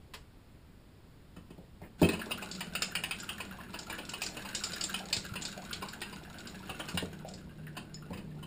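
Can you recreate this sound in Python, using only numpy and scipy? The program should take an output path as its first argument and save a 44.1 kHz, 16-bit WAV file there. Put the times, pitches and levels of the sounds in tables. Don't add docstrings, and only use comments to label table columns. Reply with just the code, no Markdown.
import sys
import numpy as np
from scipy import signal
from scipy.fft import rfft, irfft, next_fast_len
from scipy.io import wavfile
from scipy.ndimage import uniform_filter1d, minimum_filter1d, map_coordinates

SR = 44100
rng = np.random.default_rng(int(sys.argv[2]) if len(sys.argv) > 2 else 0)


def master(y):
    cut = np.clip(np.atleast_2d(y).T, -1, 1)
    pcm = np.round(cut * 32767)
    wavfile.write(sys.argv[1], SR, pcm.astype(np.int16))


N = 373086
TIME = np.arange(N) / SR
LENGTH = 16384
AGE = np.arange(LENGTH) / SR
LEAK_S = 1.98
PUDDLE_HZ = 1521


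def amp(db):
    return 10 ** (np.asarray(db) / 20)


def unit(x):
    return x / np.sqrt(np.mean(x ** 2) + 1e-20)


def sized(x):
    return x / (np.linalg.norm(x) + 1e-12)


def along(points, hz):
    freqs, values = np.transpose(points)
    return np.interp(np.log(hz + 1), np.log(freqs + 1), values)


def add(track, start_s, sound):
    part = track[max(round(start_s * SR), 0):][:len(sound)]
    part += sound[:len(part)]


def coloured(x, points):
    size = 2 * next_fast_len(x.shape[-1] // 2 + LENGTH // 4)
    cepstrum = irfft(np.log(amp(along(points, np.fft.rfftfreq(size, 1 / SR)))))
    cepstrum[1:size // 2] *= 2
    cepstrum[size // 2 + 1:] = 0
    return irfft(rfft(x, size) * np.exp(rfft(cepstrum)))[..., :x.shape[-1]]


def resonated(x, peaks):
    size = 2 * next_fast_len(x.shape[-1] // 2 + LENGTH // 4)
    f = np.fft.rfftfreq(size, 1 / SR)
    response = sum((-1) ** k * amp(db) * 1j * f * width / (hz * hz - f * f + 1j * f * width)
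                   for k, (hz, width, db) in enumerate(sorted(peaks)))
    return irfft(rfft(x, size) * response)[..., :x.shape[-1]]


def ringing(modes):
    return sum(amp(db - 60 * AGE / t60) * np.sin(2 * np.pi * hz * AGE) for hz, db, t60 in modes)


# freq_hz, t60_s
ROOM_DECAY = [(150, 0.56), (600, 0.31), (3000, 0.21), (8000, 0.27), (15000, 0.024)]
def stall(count, near_db, far_db, near_t60_s=0.07):
    hz, t, spectra = signal.stft(rng.standard_normal((count, LENGTH)), SR, nperseg=256)
    decay = amp(-60 * t / along(ROOM_DECAY, hz)[:, None])
    tails = signal.istft(spectra * decay, SR, nperseg=256)[1][:, :LENGTH]
    echoes = sized(rng.standard_normal(LENGTH) * amp(-60 * AGE / near_t60_s))
    return np.array([(AGE == 0) + amp(near_db) * echoes + amp(far_db) * sized(tail) for tail in tails])


def blows(count, contact_s, grit_db, near_db, far_db):
    pressed = AGE / np.reshape(contact_s, (-1, 1))
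    grit = rng.standard_normal((count, LENGTH)) * np.exp(-pressed) * (1 - np.exp(-2 * pressed))
    grit /= np.linalg.norm(grit, axis=1, keepdims=True)
    pushes = (AGE == 0) + amp(np.reshape(grit_db, (-1, 1))) * grit
    return signal.fftconvolve(pushes, stall(count, near_db, far_db), axes=1)[:, :LENGTH]


def patter(sounds, rate_hz, spread_db, uneven=1):
    gap, loud, choice = rng.random((2048, 3)).T
    starts = (np.cumsum(1 + uneven * (2 * gap - 1)) / rate_hz * SR).astype(int)
    which = (choice * len(sounds)).astype(int)
    kept = starts < N
    impulses = np.zeros((len(sounds), N))
    impulses[which[kept], starts[kept]] = amp(spread_db * (2 * loud[kept] - 1))
    return signal.fftconvolve(impulses, sounds, axes=1)[:, :N].sum(0)


# freq_hz, gain_db
HOUSE_COLOUR = [(15, -2.5), (50, 1.5), (170, -3), (300, -10), (700, -20), (2000, -26.5), (5000, -31.5),
                (11000, -34)]
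def house_air():
    return amp(-54.5) * unit(coloured(rng.standard_normal(N), HOUSE_COLOUR))


# freq_hz, gain_db
SHELF_COLOUR = [(500, -0.5), (3800, -2.5), (4600, -2), (5500, -4.5), (15000, -13)]
def shelf_clack():
    track = np.zeros(N)
    hit, = blows(count=1, contact_s=0.0084, grit_db=12, near_db=-3, far_db=-4.5)
    add(track, start_s=0.1372, sound=amp(-11.5) * sized(coloured(hit, SHELF_COLOUR)))
    return track


# start_s, peak_db
ARM_BUMPS = [(5.172, -34), (5.318, -32)]
def arm_bumps(pitch_hz=104, swell_s=0.0037):
    track = np.zeros(N)
    swell = AGE / swell_s
    bump = swell * np.exp(1 - swell) * np.sin(2 * np.pi * pitch_hz * AGE)
    for start_s, db in ARM_BUMPS:
        add(track, start_s, amp(db) * bump)
    return track


# start_s, length_s, level_db
TOOL_STROKES = [(1.798, 0.1, -50), (8.093, 0.14, -47.5)]
# freq_hz, gain_db
RUB_COLOUR = [(300, 16), (1000, 1), (2500, 3), (4000, -29), (12000, -8)]
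def tool_scrapes():
    strokes = sum(amp(db) * np.sin(np.pi * np.clip((TIME - start_s) / length_s, 0, 1))
                  for start_s, length_s, db in TOOL_STROKES)
    catches = blows(count=6, contact_s=0.003, grit_db=10, near_db=-2, far_db=-2)
    return strokes * unit(coloured(patter(catches, rate_hz=220, spread_db=4), RUB_COLOUR))


# pitch_hz, level_db, t60_s
TOOL_MODES = [(5210, 7, 0.029), (6930, 3.5, 0.034)]
def tool_tink():
    track = np.zeros(N)
    room, = stall(count=1, near_db=-1, far_db=-7)
    tink = signal.fftconvolve(ringing(TOOL_MODES), room)
    add(track, start_s=7.9437, sound=amp(-13) * sized(tink))
    return track


# time_s, level_db
HUM_LEVELS = [(2.3, -62), (2.67, -47.5), (4.25, -71), (5.31, -49.5), (6.45, -60), (7.0, -49), (8.4, -47.5)]
def pipe_hum(leak_hz=168.7, sag_hz_per_s=2.7):
    level_db = np.interp(TIME, *np.transpose(HUM_LEVELS))
    pitch_hz = leak_hz - sag_hz_per_s * (TIME - LEAK_S)
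    waver = map_coordinates(rng.standard_normal(128), [TIME * 9])
    phase = 2 * np.pi * np.cumsum(pitch_hz) / SR + 0.44 * waver
    return amp(level_db + 3.2 * waver) * np.sin(phase)


# pitch_hz, width_hz, gain_db
DROP_TICK = [(2770, 240, -0.5), (9280, 170, -4.5), (10330, 180, -4), (13700, 690, -4.5)]
def bubble(hz, room, cycles, rise):
    life = AGE * hz / cycles
    pitch_hz = hz * (1 + rise * (np.minimum(life, 2) - 1))
    ring = np.sin(2 * np.pi * np.cumsum(pitch_hz) / SR) * np.exp(-life) * (1 - np.exp(-2 * life))
    tick = amp(-3.5) * min(hz / PUDDLE_HZ, 1) ** 2 * sized(resonated(room, DROP_TICK))
    return sized(signal.fftconvolve(ring, room)[:LENGTH]) + tick


def plops(hz, spread, cycles, count=16):
    pitches = hz * np.exp(spread * rng.standard_normal(count))
    rooms = stall(count, near_db=2.5, far_db=9)
    return np.array([bubble(pitch, room, cycles, rise=0.031) for pitch, room in zip(pitches, rooms)])


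# time_s, level_db
LEAK_FLOW = [(2.2, -49), (3.75, -51.5), (4.81, -42.5), (4.93, -47.5), (6.53, -51), (6.9, -47.5),
             (7.42, -61), (8.4, -66.5)]
# pitch_hz, width_hz, gain_db
TRAY_MODES = [(81, 34, -4.5), (189.6, 18, 2.5), (237.4, 16.5, -4), (304.6, 16, -2), (418, 160, -15)]
# freq_hz, gain_db
SPRAY_COLOUR = [(200, -19), (600, -5), (2000, -4.5), (4800, -12), (11000, -12.5)]
# freq_hz, gain_db
SMACK_COLOUR = [(300, -1.5), (1200, -11.5), (2500, -2.5), (3700, 1), (5000, -0.5), (7300, 4.5),
                (11000, -15), (15000, -18)]
def trickle(full_flow_db=-46.5, opening_s=0.017):
    flow_db = np.interp(TIME, *np.transpose(LEAK_FLOW)) - full_flow_db
    drip_db = -52.5 + 0.68 * flow_db
    spray_db = -51.5 + 1.2 * flow_db
    opened = np.clip((TIME - LEAK_S) / opening_s, 0, 1)
    bursts = blows(count=8, contact_s=0.0022, grit_db=14, near_db=-4, far_db=-5.5)
    spatters = patter(bursts, rate_hz=26, spread_db=5)
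    gurgles = patter(plops(hz=760, spread=0.3, cycles=1.2), rate_hz=24, spread_db=4.5)
    puddle = patter(plops(hz=PUDDLE_HZ, spread=0.06, cycles=4.5), rate_hz=16, spread_db=3, uneven=0.5)
    droplets = patter(bursts, rate_hz=200, spread_db=3)
    drips = amp(drip_db) * unit(puddle)
    gurgling = amp(0.63 * drip_db - 24) * unit(gurgles)
    coarse_spray = amp(spray_db) * unit(coloured(spatters, SMACK_COLOUR))
    fine_spray = amp(spray_db - 0.5) * unit(coloured(droplets, SPRAY_COLOUR))
    drumming = amp(-50) * unit(resonated(droplets, TRAY_MODES))
    return opened * (drips + gurgling + coarse_spray + fine_spray + drumming + pipe_hum())


# start_s, relative_db, pitch_hz
LARGE_DROPS = [(2.215, -29.5, 1640), (2.38, -33, 1530), (2.919, -36, 1530), (3.231, -35, 1510),
               (3.382, -36.5, 1760), (3.510, -36, 1500), (3.585, -37, 1010), (3.609, -41.5, 1550),
               (3.926, -30, 1670), (4.472, -41, 1630), (4.674, -49, 1500), (4.76, -32, 1630),
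               (4.894, -30.5, 1550), (4.998, -35, 764), (5.249, -37, 1550), (5.336, -35.5, 1410),
               (5.481, -42, 1460), (5.576, -32, 706), (5.71, -31, 1440), (5.824, -29, 1050),
               (5.931, -34.5, 1570), (7.248, -31, 700), (7.667, -39, 1760), (8.023, -43, 1330)]
def large_drops():
    track = np.zeros(N)
    rooms = stall(len(LARGE_DROPS), near_db=11, far_db=8.5)
    for (start_s, db, hz), room in zip(LARGE_DROPS, rooms):
        add(track, start_s, amp(db + 19) * bubble(hz, room, cycles=2.3, rise=0.048))
    return track


# start_s, relative_db
TRAY_SPLATS = [(2.5135, -30.5), (2.55, -37.5), (2.821, -20.5), (3.2006, -32), (3.7894, -31.5),
               (4.093, -30.5), (4.2186, -27.5), (4.2349, -26.5), (4.2634, -27.5), (4.5493, -21.5),
               (4.6377, -22), (4.734, -30), (4.8106, -24.5), (4.839, -22), (5.1283, -18.5), (5.1657, -25),
               (5.4207, -28), (5.4521, -26.5), (5.73, -27.5), (5.8862, -35.5), (6.385, -40.5),
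               (6.472, -36.5), (6.8862, -34), (7.2862, -39), (7.3376, -39)]
def tray_splats():
    track = np.zeros(N)
    bursts = blows(len(TRAY_SPLATS), contact_s=0.0035, grit_db=7, near_db=-4, far_db=-3)
    for (start_s, db), smack in zip(TRAY_SPLATS, coloured(bursts, SMACK_COLOUR)):
        focus_hz = 5000 * np.exp(0.16 * rng.normal())
        focus = resonated(smack, [(focus_hz, 1800, 0)])
        add(track, start_s, amp(db + 22.5) * sized(sized(smack) + 1.2 * sized(focus)))
    return track


# start_s, relative_db, body_trim_db
PANEL_THUDS = [(1.366, -39.5, -16), (1.505, -44.5, -10), (1.58, -40, -16), (1.816, -39, -14.5),
               (2.016, -31, 5.5), (2.023, -13, -12), (2.053, -32.5, -1), (2.128, -30, -17),
               (2.264, -47, -0.5), (6.941, -25.5, -26), (7.024, -30.5, -9), (8.105, -31.5, -15.5)]
# pitch_hz, level_db, t60_s
PANEL_MODES = [(87.6, 4.5, 0.22), (174, 14, 0.12), (221, -4.5, 0.66), (304, -10.5, 0.18), (387, -10, 0.11),
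               (488, -3, 0.1), (529.4, -11, 0.18)]
# freq_hz, gain_db
WALL_COLOUR = [(120, -31), (300, 1.5), (520, 3), (720, -9), (1000, -14), (1500, -32), (4000, -32)]
def panel_thuds(attack_s=0.0069):
    track = np.zeros(N)
    hits = blows(len(PANEL_THUDS), contact_s=0.003, grit_db=9, near_db=0, far_db=-4)
    boom = sized(ringing(PANEL_MODES) * (1 - np.exp(-AGE / attack_s)))
    for (start_s, db, body_trim_db), body in zip(PANEL_THUDS, coloured(hits, WALL_COLOUR)):
        add(track, start_s, amp(db + 23.5) * boom + amp(db + body_trim_db + 34) * sized(body))
    return track


# start_s, relative_db
PIPE_KNOCKS = [(1.3631, -50), (1.503, -53.5), (2.0291, -26), (2.0447, -28.5), (2.0885, -25),
               (2.1317, -32.5), (2.1909, -38), (2.3068, -33), (2.3155, -26.5), (2.4207, -35),
               (2.607, -29.5), (2.752, -25), (2.8212, -25.5), (2.9524, -23), (3.037, -25.5), (3.11, -26),
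               (3.2908, -28.5), (3.4026, -32), (3.7385, -35.5), (3.898, -32.5), (3.983, -35.5),
               (4.136, -31), (4.2187, -28.5), (4.3653, -36.5), (4.4501, -37.5), (4.9421, -25.5),
               (5.127, -30.5), (5.3563, -31), (5.8211, -36.5), (6.0166, -30.5), (6.125, -41),
               (6.6933, -33.5), (6.796, -33), (6.885, -38.5), (6.974, -24), (7.767, -35.5), (8.1309, -42.5),
               (8.1714, -44.5), (8.4268, -42)]
# pitch_hz, width_hz, gain_db
VALVE_MODES = [(2552, 450, 3), (2975, 360, 8), (1350, 1370, -7), (1865, 57, 1.5), (3430, 1570, -8.5),
               (5100, 560, -6.5)]
# pitch_hz, width_hz, gain_db
EDGE_MODES = [(6630, 900, 1), (9230, 380, 17), (13600, 560, 0), (15000, 290, 12)]
# freq_hz, gain_db
HOLLOW_COLOUR = [(120, -21), (300, 8), (500, 2), (750, 0), (1000, 6), (1800, -10.5), (3000, -19)]
def pipe_knocks(firm_db=-33, hardening_db_per_db=4.54):
    track = np.zeros(N)
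    above_firm_db = np.maximum(np.array(PIPE_KNOCKS)[:, 1] - firm_db, 0)
    softness = amp(-hardening_db_per_db * above_firm_db)
    contact_s = 0.0012 + 0.00375 * softness
    hits = blows(len(PIPE_KNOCKS), contact_s, grit_db=12 * softness, near_db=1, far_db=0)
    for (start_s, db), soft, hit in zip(PIPE_KNOCKS, softness, hits):
        modes = [(hz * (1 + 0.01 * rng.normal()), width_hz, gain_db + 2 * rng.normal())
                 for hz, width_hz, gain_db in VALVE_MODES]
        ring = sized(resonated(hit, modes))
        body = soft * sized(coloured(hit, HOLLOW_COLOUR))
        edge = amp(-4.5) * sized(resonated(hit, EDGE_MODES))
        click = amp(-15) * sized(hit)
        add(track, start_s, amp(db + 22.5) * (ring + body + edge + click))
    return track


def scene():
    foreground = shelf_clack() + arm_bumps() + pipe_knocks() + tray_splats() + large_drops()
    return (foreground + panel_thuds() + tool_scrapes() + tool_tink() + trickle() + house_air())[None]


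def limited(x, ceiling_db, window_samples):
    needed = np.minimum(1, amp(ceiling_db) / (np.abs(x) + 1e-9))
    return x * uniform_filter1d(minimum_filter1d(needed, window_samples), window_samples)


# freq_hz, gain_db
MIC_COLOUR = [(5000, -1), (5500, -5.5), (6000, -17), (6900, -4.5), (11000, -6), (12000, -10.5), (13300, -9),
              (15000, 0), (15500, -38)]
def record(dry):
    held = limited(coloured(dry, MIC_COLOUR), ceiling_db=-12.3, window_samples=150)
    size = next_fast_len(N + LENGTH)
    passband = np.fft.rfftfreq(size, 1 / SR) < 16500
    return irfft(rfft(held, size) * passband, size)[..., :N]


dry = scene()
out = record(dry)
master(out)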